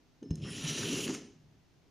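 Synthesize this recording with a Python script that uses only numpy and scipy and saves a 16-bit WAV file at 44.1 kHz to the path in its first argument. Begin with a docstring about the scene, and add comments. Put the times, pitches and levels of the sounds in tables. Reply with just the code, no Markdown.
"""A small room with a table, the camera microphone close to it: one pull of a kitchen knife through a
sharpener. Knocks thump the table top (sagging sines) and grit between the steels rings the blade (noise through
resonances). Judder shakes the table top (pulsing noise through low modes) and one blade mode sings and climbs.
The edge catches in rough bursts and ticks as it enters and as the tip jumps out (cracks and decaying sines).
The room rings on as a noise tail over a faint, steady, wide hiss."""
import sys
import numpy as np
from scipy import signal
from scipy.fft import rfft, irfft
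from scipy.io import wavfile
from scipy.ndimage import uniform_filter1d

SR = 44100
rng = np.random.default_rng(int(sys.argv[2]) if len(sys.argv) > 2 else 0)


def unload_wav(signal):
    """Save mono or channel-first audio to the path in sys.argv[1] as 16-bit WAV at rate SR, clipped to [-1, 1]."""
    wavfile.write(
        sys.argv[1],
        SR,
        np.round(np.clip(np.atleast_2d(signal).T, -1, 1) * 32767).astype(np.int16),
    )


N = 83790
T = np.arange(N) / SR  # time of each sample [s]

# steady hiss of room and camera: (frequency [Hz], relative density [dB per Hz])
AIR_COLOUR = [(25, -3.5), (60, 1), (170, -6.5), (260, -17.5), (420, -12.5), (700, -10.5), (1200, -16),
              (2500, -18.5), (4000, -20), (6400, -22), (7600, -32), (10000, -35), (15400, -37)]
# stereo side of the hiss before narrowing: (frequency [Hz], side minus mid [dB])
HISS_SIDE = [(60, 0.5), (110, -7.5), (200, 8.5), (380, 2.5), (700, -4.5), (1290, -5.5), (2380, -4.5),
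             (4400, -4.5), (8120, -4), (15000, -1)]
# low, middle and high groups of table-top modes, before the peaks are steepened:
# (frequency [Hz], width [Hz], relative level [dB])
TABLE_MODES = [
    [(137, 21, -8), (155.4, 16.8, 9), (169, 11, -4.5)],
    [(201.3, 53, -9), (247.8, 11.6, -1), (282.6, 26.5, -5)],
    [(336, 53, -0.5), (373.6, 6.9, -10), (406, 18, 1.5), (444, 200, -11)],
]
# deepest table modes, likewise: (frequency [Hz], width [Hz], relative level [dB])
DEEP_MODES = [(61.4, 130, -8.5), (107, 29, -0.5), (124, 71, -3)]
# rumble from judder and hands: (time [s], low modes [dB], middle modes [dB], high modes [dB])
RUMBLE_LEVELS = [(0, -78, -72.5, -75.5), (.21, -74, -74, -80.5), (0.227, -57, -44.5, -51.5),
                 (0.249, -60, -52, -52.5), (.29, -61, -52, -66), (0.324, -35.5, -44, -53),
                 (0.346, -38, -43.5, -78), (.38, -43.5, -57.5, -57), (0.426, -41, -57, -61.5),
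                 (0.451, -45.5, -43.5, -51.5), (.51, -52.5, -46.5, -54.5), (.6, -51.5, -47.5, -52.5),
                 (.625, -52, -48.5, -54), (0.656, -32.5, -50, -55.5), (.682, -51, -46, -49),
                 (0.709, -36, -47, -47), (.756, -55, -44.5, -46), (.804, -42, -49.5, -42),
                 (.825, -46.5, -42.5, -48), (0.853, -39.5, -48, -40), (.878, -47.5, -41.5, -41.5),
                 (0.938, -40.5, -34, -41.5), (.965, -45, -48, -43.5), (0.989, -43, -48, -35),
                 (1.02, -49.5, -47, -46.5), (1.061, -51, -41, -42), (1.099, -48.5, -38, -38.5),
                 (1.149, -58, -44, -46.5), (1.2, -56, -53, -53.5), (1.246, -62.5, -50, -55),
                 (1.31, -75, -64, -60), (1.37, -63, -63, -75), (1.42, -63.5, -75.5, -77),
                 (1.57, -69.5, -69, -76), (1.607, -67, -79, -80), (1.625, -78, -75, -82),
                 (1.73, -84, -79, -76.5), (1.76, -65, -76, -78), (1.81, -67, -87, -83),
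                 (1.85, -77, -74.5, -71), (1.9, -69, -71, -74.5)]
# deepest rumble: (time [s], level [dB])
DEEP_LEVELS = [(0.0, -79), (0.206, -80), (0.284, -62), (0.312, -38), (0.328, -37.5), (0.354, -57),
               (0.374, -50), (0.432, -42), (0.476, -52.5), (0.708, -51.5), (0.772, -56), (0.808, -45),
               (0.888, -73), (0.926, -67), (0.962, -69), (1.116, -60), (1.238, -80), (1.27, -64),
               (1.306, -71), (1.418, -65.5), (1.614, -65.5), (1.63, -72.5), (1.766, -80), (1.794, -71.5),
               (1.9, -82.5)]
# knocks into the table top: (time [s], envelope peak [dB], pitch settled on [Hz], t60 [s])
KNOCKS = [(0.2262, -40.5, 246, 0.014), (0.257, -40, 252, 0.059), (0.3095, -19.5, 114, 0.023),
          (0.3543, -35.5, 204, 0.097), (0.924, -31, 249, 0.065), (1.0936, -28.5, 260, 0.06)]
# blade mode that climbs as its free length changes: (time [s], pitch [Hz], level [dB])
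SING = [(0.228, 5280, -82), (.25, 5280, -66.5), (0.273, 5280, -75), (0.3, 5280, -72), (.312, 5280, -59),
        (.35, 5290, -68), (0.401, 5300, -76), (.45, 5350, -55.5), (0.521, 5310, -56), (0.599, 5650, -68),
        (.66, 5750, -68)]
# the singing thin at rest, then blurred: (thin width [Hz], blurred width [Hz])
SING_WIDTHS_HZ = (110, 450)
# change from thin to blurred as the scrape bites: (start [s], end [s])
SING_BLURS_S = (.39, .44)
# rough low patches as the edge catches: (time [s], envelope peak [dB], centre [Hz], t60 [s])
CATCHES = [(0.4524, -54, 1375, 0.028), (0.4858, -50, 1725, 0.048), (0.5796, -53, 1890, 0.03),
           (0.6519, -51, 1870, 0.04), (0.7746, -48.5, 1750, 0.064), (0.828, -44, 1350, 0.053)]
# free ring of the blade: (frequency [Hz], level [dB], t60 when clear of the slot [s],
# loss while held in it [dB])
BLADE_MODES = [(1786, -12.5, 0.13, -3), (2920, -4, 0.098, 0), (4050, -7, 0.1, -1), (5280, -1, 0.16, 0),
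               (6070, -9, 0.35, 36), (6330, 5.5, 0.057, -3.5), (7160, -1, 0.019, -13),
               (8620, -17.5, 0.13, -6), (8874, 4, 0.24, 67), (9400, -16, 0.034, -8), (9800, -20, 0.046, 3),
               (11700, -15, 0.028, -4)]
# ticks of the edge on the discs, levels before halving: (time [s], ring [dB], crack [dB],
# brightness [dB per octave], crack decay time [s], ring left [0-1], top of the crack [Hz])
TICKS = [(0.2281, -59, -48.5, -4, 0.0034, 0.77, 7500), (0.306, -49, -43, -2, 0.0038, 0.64, 8500),
         (0.355, -42, -40, 7, 0.0021, 0.2, 11500), (0.423, -72, -56, -2, 0.0033, .3, 10000),
         (1.0772, -49, -26, -2, .003, 0.6, 15100), (1.094, -50, -27.5, 0, 0.0029, 0.3, 10000),
         (1.104, -47, -29.5, -9, 0.0025, .3, 9000), (1.124, -52, -42, 3, 0.0028, 0.3, 10000),
         (1.139, -54, -41, 10, 0.0024, 1, 14500), (1.1476, -48.5, -31, 1, 0.0033, 1, 14500),
         (1.154, -49, -51, -5, 0.0014, 0.9, 14500)]
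# broad colour of steel on steel: (frequency [Hz], relative density [dB per Hz])
STEEL_COLOUR = [(450, -4.5), (800, -7.5), (1300, -7), (2000, -10.5), (2800, -4.5), (4000, -7.5),
                (4900, -10), (6000, -5.5), (7400, -11.5), (8000, -20.5), (8600, -25.5), (9300, -15),
                (10800, -21), (12100, -24), (13400, -24), (14700, -24.5), (15400, -22)]
# blade and disc resonances against that colour: (frequency [Hz], width [Hz],
# heel [dB], middle [dB], tip [dB])
STEEL_MODES = [(1344, 30, -3, 7.5, -1), (1785, 67, 7, 9, -9), (2650, 220, 7, -1, 6.5),
               (2784, 260, 7.5, -1, 9), (3010, 94, 9.5, 3, 9.5), (3210, 210, 10.5, -1, 7),
               (3620, 43, 1, 3, 5), (3930, 110, 3, 6, 3.5), (4580, 39, 3, -1.5, -8), (5160, 114, -6, -1, 2),
               (5850, 210, 3, 11, 2), (6650, 250, 0, 4, 4), (6840, 120, 8, 3, 3), (7420, 140, 5, -10, 3),
               (8980, 240, 6, 10, 2.5), (9530, 150, 5, 1, 4), (9830, 100, 18, 14, 11.5),
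               (11800, 85, 8, 6, 10)]
# moments when heel, middle and tip pass the discs: (heel [s], middle [s], tip [s])
PLACES_S = [0.55, 0.715, 0.97]
# edges between the five scrape bands: (frequency [Hz])
BAND_EDGES_HZ = [500, 2200, 4500, 8000, 10500, 16000]
# scrape levels over time; the top band is nearly silent at first, then comes in:
# (time [s], scrape around 3 kHz [dB], then levels against it:
# lowest band [dB], 4.5-8 kHz [dB], 8-10.5 kHz [dB], top band [dB])
SCRAPE_LEVELS = [(0.369, -74.5, 3, 3, -11, -18), (.413, -68.5, -7, -6, -19, -39),
                 (0.421, -52.5, -25, -12, -15, -45), (0.444, -54, -12, -14, -16, -45),
                 (0.478, -56, 1.5, -8, -6, -27), (.51, -50.5, -10.5, -10, -1.5, -28),
                 (.58, -48.5, -10.5, 1, -14, -14.5), (.64, -46.5, -5.5, -4, -10.5, -19),
                 (.69, -43.5, -7.5, 1.5, -12, -14), (.76, -44.5, -9.5, -0.5, -10.5, -20.5),
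                 (.84, -42.5, -10, -2.5, -13, -18.5), (.91, -42.5, -8.5, -1.5, -11, -16),
                 (.99, -45.5, -7, 0.5, -9.5, -14), (1.059, -44.5, -11.5, -3, -8, -12),
                 (1.07, -53, 1, 2, -7, -15), (1.088, -56.5, 2.5, 5, -4, -17), (1.105, -51, -2, 2, -12, -19),
                 (1.13, -62, -6, 10.5, -3, -17), (1.149, -52.5, 5, 3, -12, -13),
                 (1.161, -61, -3, 4, -13, -17), (1.186, -69, -9, 11, -12, -11)]

AIR_DB = -71  # RMS of the hiss in the mid
ROOM_T60_S, ROOM_TREBLE_T60_S, ROOM_SPLIT_HZ = 0.49, 0.25, 7100
ROOM_DB = -9.5  # steel's room tail in the mid
SIDE_TABLE_DB, SIDE_STEEL_DB = -48, -23.5  # room tails of table and steel in the side
NARROW_HZ, NARROW_OVER_DB = 1210, -51.5  # the side thins above this pitch while the scrape is louder
JUDDER_DB, JUDDER_HZ = 4, 39.94  # spread and rate of the pushes before the rumble is evened
EVEN_S = 0.025  # averaging time that keeps the rumble even
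KNOCK_RISE_S = 0.0019
KNOCK_SAG, KNOCK_SAG_S = 0.41526, 0.0043  # start pitch above the settled one (share), time of its fall
CATCH_WIDTH_HZ, CATCH_RISE_S = 670, 0.0042
TICK_RISE_S = 0.0008
GRIT_SPREAD_DB = 1.5  # mean of the random lift of each grain
GRIT_FLICKER_DB, GRIT_FLICKER_HZ = 1, 90.52
BAND_FLICKER_DB, BAND_FLICKER_HZ = 1.2, 32.18
TOP_HZ = 15500  # top of the camera's range


def undb(db):
    """Amplitude from decibels."""
    return 10 ** (np.asarray(db) / 20)


def unit(x):
    """Scale to an RMS of one."""
    return x / np.sqrt(np.mean(x ** 2))


def noise():
    """White noise."""
    return rng.standard_normal(N)


def fade(t, t60):
    """Exponential decay by 60 dB in t60."""
    return np.exp(-np.log(1000) * t / t60)


def shape(x, gain):
    """Filter by a gain given as a function of frequency."""
    hz = np.arange(N + 1) * SR / (2 * N) + 1
    return irfft(rfft(x, 2 * N) * gain(hz), 2 * N)[:N]


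def points(table, hz):
    """Gain drawn through (frequency, dB) points on a log frequency axis."""
    p = np.array(table)
    return undb(np.interp(np.log(hz), np.log(p[:, 0]), p[:, 1]))


def modes(table, hz, floor=0.):
    """Gain of resonances over a floor, powers added."""
    power = sum(undb(2 * db) / (1 + (2 * (hz - f) / width) ** 2) for f, width, db in table)
    return np.sqrt(floor + power)


def walk(rate):
    """Random levels, each held for 1 / rate seconds and slewed to the next; spread 1."""
    hold = int(SR / rate)
    steps = np.repeat(rng.standard_normal(N // hold + 1), hold)
    return unit(uniform_filter1d(steps, hold)[:N])


def hiss():
    """Steady coloured noise, independent in mid and side."""
    mid = shape(noise(), lambda hz: points(AIR_COLOUR, hz))
    side = shape(noise(), lambda hz: points(AIR_COLOUR, hz) * points(HISS_SIDE, hz))
    gain = undb(AIR_DB) / np.sqrt(np.mean(mid ** 2))
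    return gain * mid, gain * side


def room(x):
    """Reflections as a dying noise tail, shorter in the treble; each call draws a new tail."""
    full = noise()
    bass = shape(full, lambda hz: 1 / (1 + (hz / ROOM_SPLIT_HZ) ** 6))
    treble = full - bass
    tail = bass * fade(T, ROOM_T60_S) + treble * fade(T, ROOM_TREBLE_T60_S)
    tail = tail * (1 - np.exp(-T / 0.014))  # the reflections build up
    return signal.fftconvolve(x, tail / np.sqrt(np.sum(tail ** 2)))[:N]


def rumble():
    """Fitful noise pushes ring the table-top modes; each group follows its own level."""
    table, deep = np.array(RUMBLE_LEVELS), np.array(DEEP_LEVELS)
    levels = [np.interp(T, table[:, 0], table[:, k]) for k in range(1, 4)]
    levels.append(np.interp(T, deep[:, 0], deep[:, 1]))
    window, out = int(EVEN_S * SR), np.zeros(N)
    for group, db in zip(TABLE_MODES + [DEEP_MODES], levels):
        push = noise() * undb(JUDDER_DB * walk(JUDDER_HZ))
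        # the power steepens the peaks; the divisor fades both ends
        body = shape(push, lambda hz: modes(group, hz) ** 1.18 / (1 + (56 / hz) ** 6 + (hz / 650) ** 6))
        slow_power = uniform_filter1d(uniform_filter1d(body ** 2, window), window)
        out += body / np.sqrt(slow_power) * undb(db)
    return out


def knocks():
    """Dull table thumps: decaying sines whose pitch sags as they die."""
    out = np.zeros(N)
    for start, db, hz, t60 in KNOCKS:
        t = np.clip(T - start, 0, None)
        env = (1 - np.exp(-t / KNOCK_RISE_S)) ** 2 * fade(t, t60)
        turns = hz * (t + KNOCK_SAG * KNOCK_SAG_S * (1 - np.exp(-t / KNOCK_SAG_S)))
        out += undb(db) * env / env.max() * np.sin(2 * np.pi * turns)
    return out


def sing():
    """One wavering blade mode: slow noise on a carrier that follows the pitch curve."""
    c = np.array(SING)
    phase = 2 * np.pi * np.cumsum(np.interp(T, c[:, 0], c[:, 1])) / SR

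    def waver(width):
        return unit(shape(noise(), lambda hz: 1 / (1 + (2 * hz / width) ** 2)))

    thin, wide = (waver(w) * np.cos(phase) + waver(w) * np.sin(phase) for w in SING_WIDTHS_HZ)
    blur = np.interp(T, SING_BLURS_S, [0, np.pi / 2])  # equal-power crossfade
    level = undb(np.interp(T, c[:, 0], c[:, 2], -120, -120))
    return (thin * np.cos(blur) + wide * np.sin(blur)) * level


def catches():
    """The edge catches: short bursts of grit noise in one broad resonance."""
    out = np.zeros(N)
    for start, db, centre, t60 in CATCHES:
        t = np.clip(T - start, 0, None)
        env = (1 - np.exp(-t / CATCH_RISE_S)) * fade(t, t60)
        grit = shape(noise(), lambda hz: modes([(centre, CATCH_WIDTH_HZ, 0)], hz) ** 2)
        out += undb(db) * env / env.max() * unit(grit)
    return out


def ticks():
    """A short gritty crack and the ring of the blade, damped while it sits in the slot."""
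    out, t = np.zeros(N), T[:SR // 3]
    rise = 1 - np.exp(-(t / TICK_RISE_S) ** 2)
    for start, ring_db, crack_db, tilt_db, length, free, top_hz in TICKS:
        def tilt(hz):
            return undb(tilt_db * np.log2(np.clip(hz, 500, 11000) / 6000))

        ring = np.zeros(len(t))
        for f, db, t60, held_db in BLADE_MODES:
            gain = undb(db - held_db * (1 - free)) * tilt(f)
            ring += gain * np.sin(2 * np.pi * f * t) * fade(t, t60 * free)
        grit = shape(noise(), lambda hz: tilt(hz) * points(STEEL_COLOUR, hz)
                     / (1 + (400 / hz) ** 4 + (hz / top_hz) ** 8))
        crack = unit(grit)[:len(t)] * np.exp(-t / length)
        i = int(start * SR)
        out[i:i + len(t)] += rise * (undb(ring_db) * ring + undb(crack_db) * crack) / 2
    return out


def scrape():
    """Uneven grit, a grain every sample, rings steel resonances that change from heel to tip."""
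    grain_db = GRIT_SPREAD_DB * rng.exponential(size=N) + GRIT_FLICKER_DB * walk(GRIT_FLICKER_HZ)
    grit = noise() * undb(grain_db)
    resonances, levels = np.array(STEEL_MODES), np.array(SCRAPE_LEVELS)
    places = []
    for column in (2, 3, 4):  # heel, middle, tip
        local = resonances[:, [0, 1, column]]
        places.append(shape(grit, lambda hz: points(STEEL_COLOUR, hz) * modes(local, hz, floor=0.67)))
    shares = [np.interp(T, PLACES_S, row) for row in np.eye(3)]

    out = np.zeros(N)
    band_levels = (levels[:, 2], 0, levels[:, 3], levels[:, 4], levels[:, 5])
    for low_hz, high_hz, rel_db in zip(BAND_EDGES_HZ[:-1], BAND_EDGES_HZ[1:], band_levels):
        def band_pass(hz):
            return 1 / np.sqrt((1 + (low_hz / hz) ** 24) * (1 + (hz / high_hz) ** 24))

        band = sum(share * unit(shape(steel, band_pass)) for share, steel in zip(shares, places))
        db = np.interp(T, levels[:, 0], levels[:, 1] + rel_db, -120, -120)
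        out += band * undb(db + BAND_FLICKER_DB * walk(BAND_FLICKER_HZ))
    return out


def narrow(side, rub):
    """Thin the upper part of the stereo side while the scrape is loud."""
    low = shape(side, lambda hz: 1 / (1 + (hz / NARROW_HZ) ** 12))
    loudness = uniform_filter1d(rub ** 2, size=2000) / undb(2 * NARROW_OVER_DB)  # power over threshold
    return low + (side - low) / (1 + loudness ** 4)


def scene():
    """Direct steel and table in the middle, room tails and hiss spread to left and right."""
    hiss_mid, hiss_side = hiss()
    table = rumble() + knocks()
    rub = scrape()
    steel = sing() + catches() + ticks() + rub
    mid = hiss_mid + undb(ROOM_DB) * room(steel) + table + steel
    side = hiss_side + undb(SIDE_TABLE_DB) * room(table) + undb(SIDE_STEEL_DB) * room(steel)
    side = narrow(side, rub)
    return np.array([mid + side, mid - side])


def record(dry):
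    """The camera cuts the top with a steep low-pass."""
    return signal.sosfilt(signal.ellip(12, .3, 80, TOP_HZ, fs=SR, output="sos"), dry)


dry = scene()
out = record(dry)
unload_wav(out)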